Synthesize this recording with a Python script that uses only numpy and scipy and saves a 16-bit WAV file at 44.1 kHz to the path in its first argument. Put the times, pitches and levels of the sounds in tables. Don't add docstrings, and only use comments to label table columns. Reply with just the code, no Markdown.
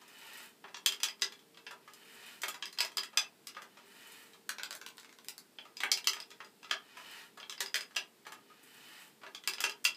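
import sys
import numpy as np
from scipy import signal
from scipy.fft import rfft, irfft
from scipy.io import wavfile

SR = 44100
rng = np.random.default_rng(int(sys.argv[2]) if len(sys.argv) > 2 else 0)


def file_out(sig):
    cols = np.atleast_2d(sig).T
    lim = np.clip(cols, -1, 1)
    pcm = np.round(lim * 32767).astype(np.int16)
    wavfile.write(sys.argv[1], SR, pcm)


N = 439236

# f/Hz, relative density/dB
ROOM_SPECTRUM = [(15, -78), (25, -36), (60, -35.5), (131, -8.5), (219, -1), (357, -3), (409, -4.5),
                 (551, -10.5), (923, -11.5), (1120, -13.5), (3050, -14), (5100, -14.5), (6340, -19.5),
                 (14300, -17), (16400, -11.5)]
# f/Hz, width/Hz, level/dB
HUM_BANDS = [(403.6, 7.8, -79), (456, 2.7, -79.5), (234, 15.8, -90)]
# start t/s, fizz onset t/s, hardest t/s, end t/s, top scrape level/dB, fizz/dB re scrape
DOWN_STROKES = [(0, 0.077, 0.38, 0.52, -54.5, -8), (1.888, 1.93, 2.27, 2.45, -57, -7.5),
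                (3.7, 3.838, 4.09, 4.386, -59.5, -5), (6.84, 6.96, 7.166, 7.3, -54, -11.5),
                (8.486, 8.62, 8.97, 9.13, -58.5, -6)]
# f/Hz, width/Hz, level/dB
PIPE_MODES = [(913, 55, -1), (1430, 210, -9), (1840, 220, 1.5), (2510, 230, -1.5), (2985, 160, 2.5),
              (3680, 110, -2), (4220, 250, -10), (4990, 350, -10)]
# f/Hz, relative density/dB
SCRAPE_SPECTRUM = [(300, -23), (700, -7.5), (3000, -4.5), (5500, -7), (8000, -15.5)]
# f/Hz, relative density/dB
FIZZ_SPECTRUM = [(3240, -32), (5500, -17), (7830, -3), (10000, -4), (14700, -2), (15700, -1), (16000, -33)]
# f/Hz, t60/s
SHOP_DECAY = [(250, 0.33), (660, 0.32), (1740, 0.2), (4590, 0.16), (12100, 0.13)]
# f/Hz, level/dB, t60/s at damping 1
IRON_MODES = [(399.7, -9, 0.18), (966, -7.5, 0.095), (1238, 0.5, 0.034), (1681, -3.5, 0.063),
              (2008, -7, 0.077), (2150, -12.5, 0.024), (2689, -8, 0.12), (3150, -2, 0.04),
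              (3220, -2, 0.038), (3395, -3, 0.062), (4927, -5, 0.038), (4985, 3.5, 0.039), (6020, 6, 0.023),
              (9500, -5.5, 0.018), (14300, -14, 0.049)]
# t/s, level/dB, ring f/Hz, tick/dB re blow; # the row at 2.5429 s is the pawl's
# rebound after its 2.4819 s clack
HANDLE_KNOCKS = [(0.0148, -58.5, 1390, -10), (0.0793, -55.5, 3520, 4), (0.6401, -50, 1010, -43),
                 (0.6812, -56, 1720, -25), (0.7694, -47.5, 3380, -16), (0.935, -49, 3250, -9),
                 (1.0016, -45.5, 3370, -11), (1.0398, -34, 3220, -21), (1.195, -60, 4900, -14),
                 (1.2125, -50, 3610, -6), (1.3216, -49.5, 3180, -14), (1.391, -59, 3253, -12),
                 (1.544, -60, 5030, -30), (1.5718, -53, 3020, -20), (1.666, -44, 2680, -26),
                 (1.7088, -47.5, 1240, -12.5), (1.8762, -52, 1280, -14), (1.935, -51.5, 4710, 3),
                 (2.4178, -39, 4500, 3), (2.5429, -45.5, 1720, -14), (2.727, -48.5, 4130, -5),
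                 (2.7744, -50, 2735, -18), (2.7865, -30.5, 4650, -14), (2.9174, -54, 3340, -10),
                 (2.9811, -30.5, 5000, -29), (3.13, -58, 900.5, -21), (3.4698, -40.5, 5130, -2),
                 (3.49, -53.5, 2700, -18), (3.548, -52.5, 3700, -28), (3.5663, -44, 1220, -28),
                 (3.6184, -49.5, 1300, -9.5), (3.7702, -55.5, 1471, -19), (4.119, -52, 2500, 15),
                 (4.3332, -57.5, 3730, -11), (4.342, -64, 1310, -15), (5.5858, -43, 3217, -42),
                 (5.6518, -56, 1280, -18), (5.7685, -42, 4944, -12), (5.8035, -36, 3460, -16),
                 (6.0425, -43, 3320, -8), (6.1663, -47, 1927, -20), (6.2011, -40.5, 5030, -8),
                 (6.3039, -53, 4290, -8), (6.3133, -51.5, 3550, -22), (6.4033, -45.5, 1800, -29),
                 (6.4456, -55, 4900, -13), (6.6288, -52, 2744, -15), (6.6446, -49.5, 3340, -29),
                 (6.6946, -52.5, 3220, -22), (6.9694, -48, 1210, -15), (7.3732, -52, 1240, -14),
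                 (7.4, -48, 3300, -24), (7.4285, -46.5, 3270, -40), (7.5235, -43.5, 3282, -11),
                 (7.5787, -47, 5160, -31), (7.7424, -28.5, 3660, -18), (7.908, -59, 1500, -16),
                 (7.9484, -53, 3210, -14), (7.961, -38, 3002, -7), (8.2516, -57, 1720, -28),
                 (8.2662, -46, 1230, -15), (8.3203, -46, 1240, -9), (8.5, -61, 1250, -25),
                 (8.6305, -58, 1760, 17), (9.215, -61.5, 1400, -22), (9.2332, -50.5, 1170, -27),
                 (9.2638, -49, 1960, -23), (9.437, -50, 3306, -14), (9.582, -42.5, 2960, -25),
                 (9.604, -31.5, 3070, -6), (9.8426, -36, 5435, 3), (9.9456, -51, 4960, -16)]
# t/s, level/dB, ring f/Hz, thud/dB, clink/dB, tick/dB (all three re blow),
# rebound delay/s (0: none)
PAWL_CLACKS = [(0.7437, -42, 3420, 5.5, 6, -20, 0), (0.8608, -21, 3230, -15, 2, -4, .0608),
               (1.032, -25.5, 3120, -7.5, 4.5, -5, .053), (1.2199, -25.5, 3740, -11, 3.5, -14.5, 0),
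               (2.4339, -33, 1580, -2, -5.5, -15, 0), (2.4819, -34.5, 1220, -8, -4, -2, 0),
               (2.6241, -36, 3030, -4, 2, -25, .0314), (2.8047, -25, 4630, -6, -2, -10, .043),
               (2.9702, -29.5, 4830, -6.5, -0.5, -6, .0626), (3.173, -21.5, 2701, -14, 0.5, -14, 0),
               (5.834, -28.5, 2120, -5.5, -20, -21.5, 0), (5.9159, -21, 5150, -6, 6.5, -5, .0575),
               (6.0716, -22, 5011, -12.5, -2, -9.5, .061), (6.7107, -26.5, 3080, -7.5, -7, -24.5, 0),
               (7.4958, -39, 3400, -2, 6.5, -10, 0), (7.6047, -30, 1749, 1.5, 2.5, -4.5, .0556),
               (7.7556, -31, 1731, -8, -2, -8, .0518), (7.9652, -29, 2760, -12, -3.5, -22, 0),
               (9.3474, -41.5, 3340, -4, 2.5, -12.5, 0), (9.4744, -27, 4700, -8, -1, -8, .0607),
               (9.639, -26, 2620, -5.5, -2.5, -11, .0558), (9.8504, -21.5, 2800, -12.5, -2, -9.5, 0)]
# f/Hz, level/dB, t60/s at damping 1
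CAN_MODES = [(580, -15, 0.037), (1036, -3, 0.038), (1520, 3.5, 0.031), (2320, -16, 0.02), (3580, -5, 0.032)]
# t/s, level/dB, ring f/Hz, tick/dB re blow
LEVER_KNOCKS = [(4.492, -31.5, 1500, -10.5), (4.584, -42, 1570, -26), (4.596, -43, 1549, -34),
                (4.6332, -35, 1480, -14.5), (4.7077, -39, 3940, -14), (4.7272, -43, 3940, -12),
                (4.7513, -42.5, 1550, -2), (4.814, -46, 1500, -17), (4.8635, -41.5, 1430, -12),
                (4.887, -51, 1370, -6), (4.9706, -55, 4350, -1), (4.9813, -48.5, 4440, -19),
                (4.9978, -51, 4730, -3), (5.031, -57, 2100, -12), (5.046, -54, 2000, -21),
                (5.0925, -56.5, 1950, -17), (5.1268, -55.5, 2240, -14), (5.1866, -53.5, 4100, -19),
                (5.246, -53, 4050, -4), (5.2845, -35, 2270, -2.5), (5.38, -44, 4780, -3.5)]
BLOW_EQ_HZ = (250, 900, 2600, 5000, 10000)
# f/Hz, gain/dB
OUTPUT_EQ = [(500, 2), (1200, 2), (6000, -0.23), (7800, 3), (10200, -1.5), (12000, -1), (15000, -3.5)]


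def gain_of(db):
    return 10 ** (np.asarray(db) / 20)


def curve(points, hz):
    f, value = np.transpose(points)
    return np.interp(np.log(hz + 1), np.log(f + 1), value)


def coloured(x, gain):
    y = irfft(rfft(x) * gain(np.fft.rfftfreq(len(x), 1 / SR)), len(x))
    return y / np.sqrt(np.mean(y ** 2) + 1e-20)


def peak(hz, centre_hz, width_hz):
    return 1 / np.sqrt(1 + (2 * (hz - centre_hz) / width_hz) ** 2)


def room_tone():
    air = gain_of(-64) * coloured(rng.standard_normal(N), lambda hz: gain_of(curve(ROOM_SPECTRUM, hz)))
    hum = sum(gain_of(db) * coloured(rng.standard_normal(N), lambda hz: peak(hz, f, width) ** 2)
              for f, width, db in HUM_BANDS)
    return air + hum


def dies():
    def pipe_gain(hz):
        modes = sum(gain_of(db) * peak(hz, f, width) ** 2 for f, width, db in PIPE_MODES)
        return gain_of(curve(SCRAPE_SPECTRUM, hz)) * (gain_of(-7) + modes)

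    snaps_per_s, snap_decay_s = 25, 0.0044
    t = np.arange(N) / SR
    sizes = np.minimum(rng.exponential(1, (2, N // 64 + 1)), 3).repeat(64, axis=1)[:, :N]
    chips = rng.standard_normal((2, N)) * gain_of(2.2 * sizes)
    scrape = coloured(chips[0], pipe_gain)
    breaks = (rng.random(N) < snaps_per_s / SR) * np.minimum(rng.exponential(1, N), 2)
    snaps = signal.lfilter([1], [1, -np.exp(-1 / (snap_decay_s * SR))], breaks)
    fizz = coloured(chips[1] * (1 + gain_of(7) * snaps), lambda hz: gain_of(curve(FIZZ_SPECTRUM, hz)))
    out = np.zeros(N)
    for start_s, fizz_s, hardest_s, end_s, scrape_db, fizz_db in DOWN_STROKES:
        before = np.clip((hardest_s - t) / (hardest_s - start_s), 0, 2)
        after = np.clip((t - hardest_s) / (end_s - hardest_s), 0, 2)
        swell_db = -14.5 * before ** 1.52
        level = gain_of(scrape_db - 22.5 * after ** 2.4) * (np.maximum(before, after) < 2)
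        cutting = np.clip((t - fizz_s) / .02, 0, 1)
        fizz_gain = cutting * gain_of(0.61 * swell_db + fizz_db + 7 * after)
        out += level * (gain_of(swell_db) * scrape + fizz_gain * fizz)
    return out


def shop_reflections(x):
    gap_s, build_s, rotation_hz = .003, 0.0045, 7.3
    onset = np.clip((np.arange(SR // 2) / SR - gap_s) / build_s, 0, 1)
    hz, t, spectra = signal.stft(rng.standard_normal((3, SR // 2)) * onset, SR, nperseg=128)
    decay = gain_of(-60 * t / curve(SHOP_DECAY, hz)[:, None])
    tails = signal.istft(spectra * decay, SR, nperseg=128)[1]
    turns = rotation_hz * np.arange(N) / SR + np.arange(3)[:, None] / 3
    shares = np.sqrt(2 / 3) * np.cos(2 * np.pi * turns)
    return signal.fftconvolve(x * shares, tails / np.linalg.norm(tails[0]), axes=1).sum(0)[:N]


def blows(events, modes, crack_db, crack_s, snap_db, favour_db, hump_db, rise_s, base_damping):
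    body_hz, body_rise_s = 1210, 0.003
    out, t = np.zeros(N + 8192), np.arange(8192) / SR
    mode_hz, mode_db, t60_s = np.transpose(modes)[:, :, None]
    bin_hz = np.fft.rfftfreq(len(t), 1 / SR)
    heavy = peak(bin_hz, 0, 2 * body_hz) ** 4
    for start_s, level_db, ring_hz, thud_db, clink_db, tick_db in events:
        damping = base_damping + 0.36 * np.log2(ring_hz / 1000) + 0.02 * level_db - 0.0044 * tick_db
        fall_db = 60 * np.clip(damping, .5, 4) * t / t60_s
        favoured_db = favour_db * np.exp(-(np.log(mode_hz / ring_hz) / 0.074) ** 2)
        muffled_db = 0.17 * max(thud_db + 10.5, 0)
        spot, detune, phase = rng.standard_normal((len(modes), 3)).T[:, :, None]
        beats = 1 + .8 * np.cos(2 * np.pi * (.012 * mode_hz * spot * t + phase))
        seated_hz = mode_hz * (1 + .008 * detune)
        envelopes = gain_of(mode_db + favoured_db + 2 * spot - muffled_db - fall_db) * beats
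        ring = (envelopes * np.sin(2 * np.pi * (seated_hz * t + phase))).sum(0)
        noise = rng.standard_normal((2, len(t) + 1))
        crack = gain_of(crack_db - 60 * np.clip(damping, .5, 4) * t / crack_s) * noise[0, 1:]
        snap = gain_of(snap_db - 60 * t / 0.0064) * np.diff(noise[1])
        band_db = (.5 * thud_db - 13.5, thud_db, 0, clink_db, tick_db)
        eq_db = curve(list(zip(BLOW_EQ_HZ, band_db)), bin_hz)
        eq_db += hump_db * np.exp(-(np.log((bin_hz + 1) / ring_hz) / 0.11) ** 2)
        body, edge = irfft(rfft(ring + crack + snap) * gain_of(eq_db) * [heavy, 1 - heavy])
        blow = edge + body * (1 - np.exp(-t / body_rise_s))
        contact_s = rise_s * gain_of(0.26 * (thud_db + 14))
        blow *= (1 - np.exp(-t / contact_s)) * (t < .17)
        attack_rms = np.sqrt(np.mean(blow[:220] ** 2))
        out[round(start_s * SR):][:len(t)] += gain_of(level_db) * blow / attack_rms
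    return out[:N]


def iron_blows(events):
    return blows(events, IRON_MODES, crack_db=17, crack_s=0.037, snap_db=15.5,
                 favour_db=4, hump_db=4.5, rise_s=0.00071, base_damping=1.48)


def light_knocks(knocks, thud_db, thud_db_per_oct, clink_db, clink_db_per_oct, tick_share):
    for start_s, level_db, ring_hz, tick_db in knocks:
        octaves = np.log2(ring_hz / 1000)
        thud = thud_db + thud_db_per_oct * octaves
        clink = clink_db + clink_db_per_oct * octaves + tick_share * tick_db
        yield start_s, level_db, ring_hz, thud, clink, tick_db


def handle_rattle():
    return iron_blows(light_knocks(HANDLE_KNOCKS, thud_db=7.3, thud_db_per_oct=-6.5,
                                   clink_db=-4, clink_db_per_oct=3.4, tick_share=0.26))


def pawl():
    ring_hz, thud_db, clink_db, tick_db = 4930, -10.5, -4.5, -12
    clacks = [row[:6] for row in PAWL_CLACKS]
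    rebounds = [(start_s + delay_s, -32 + 0.25 * level_db, ring_hz, thud_db, clink_db, tick_db)
                for start_s, level_db, *_, delay_s in PAWL_CLACKS if delay_s > 0]
    return iron_blows(clacks + rebounds)


def oil_can():
    knocks = light_knocks(LEVER_KNOCKS, thud_db=-6.5, thud_db_per_oct=1,
                          clink_db=2.3, clink_db_per_oct=0.26, tick_share=0.38)
    return blows(knocks, CAN_MODES, crack_db=14, crack_s=0.025, snap_db=19.5,
                 favour_db=-1, hump_db=4, rise_s=0.00022, base_damping=1.74)


def scene():
    low_cut = signal.butter(2, 260, "high", fs=SR, output="sos")
    direct = signal.sosfilt(low_cut, pawl() + handle_rattle() + oil_can()) + dies()
    return (direct + gain_of(-2) * shop_reflections(direct) + room_tone())[None]


def record(dry):
    eq_db = curve(OUTPUT_EQ, np.fft.rfftfreq(N, 1 / SR))
    equalised = irfft(rfft(dry) * gain_of(eq_db), N)
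    low_pass = signal.firwin(161, 15250, window=("kaiser", 7), fs=SR)
    return signal.oaconvolve(equalised, low_pass[None], "same")


dry = scene()
out = record(dry)
file_out(out)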